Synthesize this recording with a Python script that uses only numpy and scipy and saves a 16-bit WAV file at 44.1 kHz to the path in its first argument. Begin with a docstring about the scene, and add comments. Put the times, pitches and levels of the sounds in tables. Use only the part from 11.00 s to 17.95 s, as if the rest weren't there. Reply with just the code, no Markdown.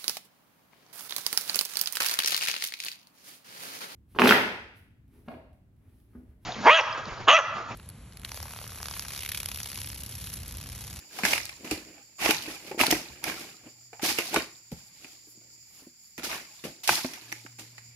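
"""A sickle on a long pole cuts fronds from an oil palm, some metres from the microphone.
Each pull tears a run of fibres and shakes dry leaflets; thick bundles snap, stalks knock hollowly,
the blade rings as it strikes and heavy fronds thump. In the pause, feet shuffle faintly.
The grove scatters the sound. Insects shrill all around, the air stirs and an engine drones far off."""
import sys
import numpy as np
from scipy import signal
from scipy.fft import rfft, irfft, next_fast_len
from scipy.io import wavfile
from scipy.ndimage import uniform_filter1d

SR = 44100
rng = np.random.default_rng(int(sys.argv[2]) if len(sys.argv) > 2 else 0)


def wav_record(signal):
    """Record a signal, one row per channel, as 16-bit PCM in the file named by sys.argv[1]."""
    frames = np.transpose(np.atleast_2d(signal))
    bounded = np.clip(frames, -1, 1)
    # unit amplitude maps onto the largest positive 16-bit level
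    quanta = np.round(bounded * 32767).astype(np.int16)
    wavfile.write(sys.argv[1], SR, quanta)


N = 306495
TIME = np.arange(N) / SR


def undb(db):
    """Decibels to gain."""
    return 10 ** (np.asarray(db) / 20)


def unit(x):
    """Scale to an rms of 1."""
    return x / np.sqrt(np.mean(x ** 2) + 1e-20)


def decay(t, t60):
    """A fade that falls 60 dB in t60 seconds."""
    return undb(-60 * t / t60)


def gains(points, hz):
    """Gain at hz of (Hz, dB) points joined on a log axis."""
    f, db = np.transpose(points)
    return undb(np.interp(np.log(hz + 1), np.log(f), db))


def walk(rate):
    """A random drift with an rms of 1, gliding to a new value rate times a second."""
    step = max(int(SR / rate), 2)
    held = np.repeat(rng.standard_normal(N // step + 1), step)
    return unit(uniform_filter1d(held, step)[:N])


def crackle(n, rate, spread_db):
    """Two trains of about rate clicks a second, most weak and a few strong."""
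    size = undb(spread_db * np.minimum(rng.exponential(size=n), 5))
    return (rng.random(n) < rate / SR) * size * rng.standard_normal((2, n))


def add(out, s, sound):
    """Mix a sound in at s seconds."""
    start = max(int(s * SR), 0)
    out[:, start:start + sound.shape[1]] += sound[:, :N - start]


# Stereo width at the microphone. Each row: frequency in Hz, side against mid in dB.
WIDTH = [(100, -13.5), (280, -13.5), (750, -8.5), (1150, -3.5), (2200, 0), (4500, 0.5), (14000, 0)]
# Balance at the microphone. Each row: frequency in Hz, left over right in dB.
BALANCE = [(200, 0), (700, 0), (1300, 0), (2400, -5), (4400, .5), (8000, -3.5), (15000, -2)]
def colour(pair, spectrum, resonances=()):
    """Shape a mid and side pair into left and right, alike in the bass and apart in the treble."""
    n = pair.shape[1]
    size = 2 * next_fast_len(n // 2 + 512)
    hz = np.fft.rfftfreq(size, 1 / SR)
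    gain = gains(spectrum, hz)
    for centre, width, db in resonances:
        gain *= 1 + (undb(db) - 1) / (1 + (2 * (hz - centre) / width) ** 2)
    # minimum phase: resonances ring after the blow, never before
    cepstrum = irfft(np.log(gain))
    cepstrum[1:size // 2] *= 2
    cepstrum[size // 2 + 1:] = 0
    mid, side = rfft(pair, size) * np.exp(rfft(cepstrum))
    side *= gains(WIDTH, hz)
    lean = np.sqrt(gains(BALANCE, hz))
    return irfft(np.array([(mid + side) * lean, (mid - side) / lean]))[:, :n]


def noise(n, spectrum):
    """Stereo noise with the given spectrum and an rms of 1."""
    return unit(colour(rng.standard_normal((2, n)), spectrum))


# The air in the grove. Each row: frequency in Hz, relative level in dB.
AIR_SPECTRUM = [(25, -5), (55, 0.5), (120, 2.5), (200, 0.5), (600, -24), (1300, -25.5), (2300, -3),
                (3800, -39.5), (5000, -34)]
def air(level_db=-69):
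    """Faint moving air swells and sinks around the microphone."""
    drift_db = 2.5 * walk(5)
    return noise(N, AIR_SPECTRUM) * undb(level_db + drift_db)


# An engine far off, loudest at the end. Each row: time in seconds, average level in dB.
ENGINE_LEVELS = [(0, -87), (2.4, -69), (4.4, -73), (5.05, -82.5), (6.2, -71.5), (6.26, -57), (6.95, -58.5)]
def far_engine(firing_hz=118, waver=0.019):
    """A distant engine carries as a wavering firing tone and its weak octave."""
    phase = 2 * np.pi * np.cumsum(firing_hz * (1 + waver * walk(37))) / SR
    drone = unit(np.sin(phase) + undb(-19) * np.sin(2 * phase))
    level_db = np.interp(TIME, *np.transpose(ENGINE_LEVELS))
    return drone * undb(level_db + 1.5 * walk(3.3))


# Insects and far foliage on all sides. Each row: frequency in Hz, relative level in dB.
CHORUS_SPECTRUM = [(2500, -37), (3900, -27), (4650, -1), (5300, -5), (6300, -16), (7000, 5), (7450, -1.5),
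                   (8100, -23.5), (9500, -23), (11300, -17), (13000, -18.5), (15500, -18.5)]
def insect_chorus(level_db=-54.8, flutter_db=1.77):
    """Far insects merge into one shrill, fluttering hiss."""
    return noise(N, CHORUS_SPECTRUM) * undb(level_db + flutter_db * walk(45))


# One cicada nearer the microphone. Each row: time in seconds, level in dB.
CICADA_LEVELS = [(0, -72.5), (3.6, -76), (3.85, -67), (4.15, -69), (4.5, -81), (6.95, -70)]
def cicada(pitch_hz=4690):
    """A cicada holds one narrow, rough tone."""
    roughness = np.array([walk(220), walk(220)])
    shrill = unit(roughness * np.sin(2 * np.pi * pitch_hz * TIME))
    return shrill * undb(np.interp(TIME, *np.transpose(CICADA_LEVELS)))


# An insect in the grove. Each row: peak time in seconds, relative level in dB, half length in seconds.
BUZZES = [(3.882, -54, 0.024), (4.307, -48.5, 0.027), (4.779, -51.5, 0.074), (5.06, -54.5, .05)]
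def insect_buzzes(gain_db=-6):
    """A thin, high buzz comes and goes in short swells."""
    swell = sum(undb(db) * np.exp(-((TIME - s) / half_s) ** 2 / 2) for s, db, half_s in BUZZES)
    buzz = noise(N, [(7000, -20.5), (10000, -10), (11600, -2.5), (13000, -13.5), (15500, -11.5)])
    return swell * undb(gain_db) * buzz


def grove_scatter(source, level_db=-11.5, low_t60_s=0.37, high_t60_s=0.3, onset_s=0.01):
    """Trunks and crowns scatter a thin tail back to the microphone; its treble dies first."""
    t = TIME[:SR]
    low = colour(crackle(SR, 2100, 4.2), [(60, -5), (300, -5), (2300, -3.5), (5000, -11), (15000, -30.5)])
    high = colour(crackle(SR, 5000, 1.2), [(1500, -28.5), (4500, 4.5), (15000, -2)])
    tail = low * decay(t, low_t60_s) + high * decay(t, high_t60_s)
    tail = unit(tail * (1 - np.exp(-t / onset_s))) / np.sqrt(SR)
    return undb(level_db) * signal.fftconvolve(source, tail, axes=1)[:, :N]


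# At the palm, a frond jolts the trunk, or frond or pole meets the ground.
# Each row: start in seconds, relative level in dB, pitch in Hz, 60 dB decay time in seconds.
THUMPS = [(0.34, -49, 76, 0.74), (0.72, -42, 63, 0.18), (1.326, -39, 147, 0.14), (1.376, -43, 102, 0.14),
          (1.93, -31, 85.4, 0.11), (2.085, -48, 82, 0.28), (3.72, -34, 82, 0.16), (5.672, -42.5, 93, 0.11),
          (5.901, -37, 148, 0.17)]
def thumps(contact_s=0.0079, gain_db=2):
    """A soft, heavy jolt gives a short low rumble."""
    out, t = np.zeros((2, N)), TIME[:SR // 3]
    attack = 1 - np.exp(-t / contact_s)
    for s, db, hz, t60 in THUMPS:
        rumble = noise(len(t), [(hz / 3, -20), (hz, 0), (hz * 1.7, -8), (hz * 5, -50)])
        add(out, s, undb(db + gain_db) * attack * decay(t, t60) * rumble)
    return out


# Up the pole, the sickle breaks free and strikes. Each row: start in seconds, relative level in dB.
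STRIKES = [(3.187, -43), (3.343, -41), (3.364, -40.5)]
# Modes of sickle and pole. Each row: frequency in Hz, relative level in dB, 60 dB decay time in seconds.
SICKLE_MODES = [(430, 13, 0.06), (550, 0, .09), (638, 3, 0.12), (1065, -3, .25), (1480, 3, .16),
                (1840, -2, 0.17), (2490, -11.5, .2), (3036, 0, 0.18), (3780, 1.5, 0.28), (4290, -6, .28),
                (5510, -13.5, .3), (6170, -2, 0.12), (6870, -9, .45)]
def sickle_strikes(contact_s=0.0005, gain_db=2):
    """The steel blade rings briefly, damped by its lashing to the pole."""
    out, t = np.zeros((2, N)), TIME[:SR // 2]
    attack = 1 - np.exp(-t / contact_s)
    for s, db in STRIKES:
        for hz, mode_db, t60 in SICKLE_MODES:
            phase = 2 * np.pi * rng.random() + rng.standard_normal((2, 1)) * gains(WIDTH, hz)
            ring = decay(t, t60) * np.sin(2 * np.pi * hz * t + phase)
            add(out, s, undb(db + mode_db + gain_db) * attack * ring)
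    return out


# Stalks and pole knock hollowly; in the pause, faint footsteps shuffle.
# Each row: start in seconds, relative level in dB, pitch in Hz.
KNOCKS = [(0.233, -21.5, 197), (0.646, -31.5, 270), (0.714, -17, 296), (1.258, -22, 370), (1.29, -14, 307),
          (1.477, -27, 295), (1.712, -24.5, 378), (1.743, -26.5, 340), (1.776, -25, 343),
          (1.805, -15.5, 249), (1.881, -21.5, 286), (1.924, -14.5, 310), (2.667, -39, 316),
          (2.928, -39.5, 450), (3.03, -21, 310), (3.111, -31, 334), (3.186, -23, 352), (3.367, -16.5, 432),
          (3.715, -36, 250), (3.724, -27.5, 170), (4.046, -41, 275), (4.271, -47.5, 293), (4.374, -49, 221),
          (4.821, -43.5, 272), (4.867, -39.5, 248), (5.181, -32.5, 235), (5.643, -32, 336),
          (5.667, -35, 310), (5.889, -21.5, 347), (6.046, -19, 254), (6.322, -38, 320), (6.448, -40.5, 279),
          (6.607, -42, 317)]
# Modes of a knock. 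Each row: multiple of its pitch, relative level in dB, multiple of its decay time.
KNOCK_MODES = [(.42, -16.5, 0.74), (0.741, -8, 0.78), (1.001, -0.5, 1.43), (1.4, -7.5, 1.2),
               (1.9, -18, 0.35), (2.65, -8.5, 0.54)]
# Low rattle and groan. Each row: frequency in Hz, relative level in dB.
GROAN_SPECTRUM = [(25, -36), (55, -4.5), (90, -14.5), (160, -5), (230, -3), (320, 1.5), (430, -5),
                  (620, -7), (1200, -33.5)]
def knocks_and_steps(ring_db=-2, rattle_db=-8, contact_s=0.0022, ring_t60_s=0.055, rattle_t60_s=0.056):
    """A soft blow or footfall sets damped modes going, with a brief rattle."""
    out, t = np.zeros((2, N)), TIME[:SR // 4]
    attack = 1 - np.exp(-t / contact_s)
    for s, db, hz in KNOCKS:
        tilt_db_per_octave = 0.14 * (db + 20.5)  # harder blows reach the higher modes
        ring = 0
        for multiple, mode_db, t60_scale in KNOCK_MODES:
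            mode_hz = hz * multiple * (1 + 0.023 * rng.standard_normal())
            sign = rng.choice([-1, 1])  # where the blow lands decides which way a mode starts
            size = sign * undb(mode_db + tilt_db_per_octave * np.log2(multiple))
            ring += size * decay(t, ring_t60_s * t60_scale) * np.sin(2 * np.pi * mode_hz * t)
        rattle = noise(len(t), GROAN_SPECTRUM) * decay(t, rattle_t60_s)
        add(out, s, undb(db) * attack * (undb(ring_db) * ring + undb(rattle_db) * rattle))
    return out


# Thick fibre bundles snap in the cut. Each row: start in seconds, relative levels of crack and
# splinters in dB, pitch in Hz, 60 dB decay time in seconds.
SNAPS = [(0.1877, -33, -44, 980, 0.06), (0.2346, -28.5, -45, 2160, 0.15), (0.2513, -20, -25, 1640, 0.064),
         (0.3329, -14, -24.5, 2510, 0.017), (0.379, -24.5, -29, 2430, 0.019),
         (0.4016, -31.5, -50, 2010, .02), (0.4538, -40, -30, 2390, 0.011), (0.4927, -35, -39, 2300, 0.027),
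         (0.711, -32.5, -32.5, 2730, 0.12), (1.2595, -18, -30, 710, 0.023),
         (1.308, -15.5, -18, 2770, 0.021), (1.423, -57.5, -42, 2890, 0.15), (1.714, -41, -69, 794, 0.2),
         (1.7922, -23, -31, 2370, 0.018), (1.8119, -15.5, -22.5, 2480, 0.032),
         (1.835, -19.5, -48.5, 863, 0.037), (1.8659, -32, -17, 1940, 0.012),
         (1.9064, -22, -26.5, 2820, 0.018), (1.9115, -28, -13, 2900, 0.014), (1.925, -21, -32, 775, 0.048),
         (2.2407, -24.5, -24.5, 1970, 0.013), (2.298, -29, -44, 1870, .024),
         (2.931, -48.5, -73.5, 780, 0.19), (2.995, -44.5, -74.5, 774, 0.13), (3.1861, -22, -28, 2850, 0.04),
         (3.3424, -23.5, -25.5, 860, 0.027), (3.3606, -19.5, -31, 1260, 0.039),
         (3.7168, -52, -52, 737, 0.19), (4.045, -45, -55, 2430, 0.065), (5.1789, -38, -42, 1940, 0.027),
         (5.2325, -40, -42, 1950, 0.04), (5.876, -33, -24, 2300, 0.076), (5.892, -9, -30, 1470, 0.013),
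         (6.0464, -34.5, -44, 595, 0.062), (6.135, -46.5, -45, 2300, 0.15), (6.3185, -39.5, -44, 2160, .04),
         (6.325, -26, -31.5, 1970, 0.013), (6.463, -42, -58, 1380, 0.037), (6.594, -49, -43, 2790, 0.069),
         (6.7807, -46, -54, 1860, 0.08)]
# Resonances of the cut wood. Each row: centre in Hz, width in Hz, boost in dB.
WOOD_RESONANCES = [(842, 120, 4), (1420, 14, 3), (1720, 24, 1.5), (2424, 840, 6), (2880, 220, 3)]
# The crack, then dry leaflets and splinters. Each row: frequency in Hz, relative level in dB.
CRACK_SPECTRUM = [(60, -7.5), (250, -16.5), (700, -1.5), (1200, -5), (2400, -5), (3400, -16), (5500, -15),
                  (14000, -31.5)]
LEAFLET_SPECTRUM = [(1500, -27.5), (3000, -2), (3900, -1), (5100, 0.5), (6200, -2.5), (8300, -8.5),
                    (11300, -4), (13500, -8), (16000, -15)]
def bundle_snaps(gain_db=4, ring_db=11, relative_width=0.34, break_db=3, break_s=0.0032):
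    """A bundle gives way: one sharp break, then an avalanche that rings the wood and spits splinters."""
    out, t = np.zeros((2, N)), TIME[:SR // 8]
    for s, crack_db, splinter_db, hz, t60 in SNAPS:
        avalanche = undb(break_db) * np.exp(-t / break_s) + decay(t, t60)
        resonances = WOOD_RESONANCES + [(hz, relative_width * hz, ring_db)]
        crack = colour(crackle(len(t), 13000, 0.72) * avalanche, CRACK_SPECTRUM, resonances)
        # each snap's splinters ring through a few broad, dry resonances at random pitches
        slivers = [(sliver_hz, 450, 6) for sliver_hz in rng.uniform(3000, 13000, size=5)]
        splinters = colour(crackle(len(t), 9000, 1) * avalanche, LEAFLET_SPECTRUM, slivers)
        burst = undb(crack_db) * unit(crack) + undb(splinter_db) * unit(splinters)
        energy = t60 / (np.log(10 ** 6) * t[-1])  # a longer avalanche carries more
        add(out, s, undb(gain_db) * np.sqrt(energy) * burst)
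    return out


def pings(rate, low_hz, high_hz, cycles, spread_db):
    """Strands or leaflets ping at random, each at its own pitch, dying 60 dB over the given cycles."""
    out, t = np.zeros((2, N)), TIME[:SR // 40]
    for when, pitch, rank, side in rng.random((int(rate * N / SR), 4)):
        hz = low_hz * (high_hz / low_hz) ** pitch
        ring = np.sin(2 * np.pi * hz * t) * decay(t, cycles / hz)
        size = undb(-spread_db * np.log(rank + 0.03))
        mid_side = [1, np.sqrt(12) * (side - 0.5)]
        add(out, when * N / SR, size * np.outer(mid_side, ring))
    return out


# Leaves never hang quite still. In order: relative levels of rubbing, hiss and groan in dB.
REST_DB = (-74.5, -69.5, -83.5)
# Soft swells of rustling: fronds sway and brush, and feet shuffle faintly in the pause.
# Each row: peak time and half length in seconds, relative levels of rubbing, hiss and groan in dB.
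RUSTLES = [(0.01, 0.048, -58.5, -60, -58.5), (0.199, 0.037, -45.5, -40.5, -44),
           (0.63, 0.018, -59, -64, -46), (0.873, 0.035, -61, -78, -48), (0.98, 0.024, -55.5, -70, -54),
           (1.501, 0.055, -42.5, -42.5, -44.5), (1.679, 0.026, -49, -47, -46.5),
           (2.41, 0.043, -46.5, -44, -47), (2.673, 0.014, -55, -66, -46), (3.269, 0.043, -44.5, -38.5, -48),
           (3.793, 0.051, -63.5, -57, -68), (4.06, 0.074, -59, -53, -60), (4.44, 0.092, -76, -70.5, -65),
           (4.788, 0.048, -63.5, -58.5, -65.5), (5.6, .07, -63.5, -53.5, -80),
           (6.095, 0.076, -47.5, -47, -52.5), (6.335, 0.085, -57.5, -52, -59.5), (6.8, 0.11, -70, -65, -74)]
# The blade is pulled through a stalk. Each row: start, rise and hold in seconds, relative levels
# of tearing, hiss and groan in dB, stir afterwards in dB against the pull.
PULLS = [(0.228, 0.02, 0.1, -33, -30.5, -39.5, -15), (0.643, .003, .005, -39, -42.5, -38, -13.5),
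         (0.694, 0.019, 0.011, -38.5, -38.5, -35, -16.5), (1.182, 0.064, 0.065, -26.5, -28.5, -35.5, -21),
         (1.778, 0.037, 0.011, -23, -25.5, -30, -17.5), (1.895, 0.01, 0.019, -29.5, -30, -25, -17.5),
         (2.223, 0.059, 0.012, -33.5, -35, -34, -13), (3.014, 0.027, 0.062, -31, -26.5, -35, -26.5),
         (3.172, .005, 0.024, -36, -34.5, -59, -23.5), (3.299, 0.059, 0.02, -31.5, -35.5, -32, -33),
         (5.179, 0.0023, 0.0064, -41.5, -44, -42, -27), (5.23, .012, 0.0082, -37.5, -31, -38.5, -32),
         (5.285, 0.019, 0.044, -35, -37.5, -40.5, -17.5), (5.638, 0.002, 0.0033, -41, -40.5, -35, -22),
         (5.832, 0.0047, .015, -44.5, -35.5, -67, -23.5), (5.872, 0.012, 0.075, -30.5, -26.5, -40, -20),
         (6.584, 0.0041, 0.012, -49.5, -45, -50.5, -12)]
def motion(release_db_per_s=230.5, stir_db_per_s=49.5):
    """Gains of tearing, hiss and groan: each pull bites, holds and dies fast; the frond stirs on."""
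    power = np.outer(undb(REST_DB), np.ones(N)) ** 2
    for s, rise_s, hold_s, *parts_db, stir_db in PULLS:
        bite = np.clip((TIME - s) / rise_s, 0, 1)
        since_release = np.maximum(TIME - s - rise_s - hold_s, 0)
        release = undb(-release_db_per_s * since_release)
        stir = undb(stir_db - stir_db_per_s * since_release)
        power += np.outer(undb(parts_db), bite * np.hypot(release, stir)) ** 2
    for s, half_s, *parts_db in RUSTLES:
        swell = np.exp(1 - np.hypot(1, (TIME - s) / half_s))
        power += np.outer(undb(parts_db), swell) ** 2
    return np.sqrt(power)


# Tearing fibres, some metres from the microphone. Each row: frequency in Hz, relative level in dB.
TEAR_SPECTRUM = [(200, -28.5), (450, -17), (700, -4.5), (1150, -3), (2400, -1), (3400, -8), (5000, -32.5),
                 (12000, -53.5)]
def pulls_and_rustles(jerk_db=2, jerks_per_s=150, settle_s=0.048):
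    """The blade sticks and slips through fibres; leaflets hiss and tick, and the stalk groans below."""
    tear_gain, leaf_gain, groan_gain = motion()
    slip = undb(jerk_db * walk(jerks_per_s))
    tear = colour(crackle(N, 6000, 1.9) * slip, TEAR_SPECTRUM, WOOD_RESONANCES)
    strands = colour(pings(260, 596.3, 3300, cycles=63, spread_db=3.5), TEAR_SPECTRUM, WOOD_RESONANCES)
    hiss = colour(crackle(N, 11000, 1.8) * np.sqrt(slip), LEAFLET_SPECTRUM)
    ticks = colour(pings(300, 3600, 11000, cycles=23, spread_db=5.6), LEAFLET_SPECTRUM)
    groan = colour(crackle(N, 2500, 0.66) * slip, GROAN_SPECTRUM)
    # shaken leaflets go on tapping each other as they settle
    lag = np.exp(-1 / (settle_s * SR))
    tick_gain = signal.lfilter([1 - lag], [1, -lag], leaf_gain)
    return (tear_gain * (undb(-2) * unit(tear) + undb(-4) * unit(strands))
            + leaf_gain * undb(-1) * unit(hiss)
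            + tick_gain * undb(-10) * unit(ticks)
            + groan_gain * undb(-4) * unit(groan))


def scene():
    """From the microphone: the harvester some metres off, the grove all around, the engine far away."""
    harvest = pulls_and_rustles() + bundle_snaps() + knocks_and_steps() + thumps() + sickle_strikes()
    scatter = grove_scatter(harvest)
    insects = insect_chorus() + cicada() + insect_buzzes()
    return harvest + scatter + insects + air() + far_engine()


def record(dry, ceiling=0.75, low_cut_hz=42, top_hz=15450):
    """The recorder rounds the loudest peaks, thins the deep bass and cuts the top."""
    rounded = ceiling * np.tanh(dry / ceiling)
    thinned = signal.sosfilt(signal.butter(2, low_cut_hz, "high", fs=SR, output="sos"), rounded)
    return signal.sosfilt(signal.ellip(8, 0.2, 70, top_hz, fs=SR, output="sos"), thinned)


dry = scene()
out = record(dry)
wav_record(out)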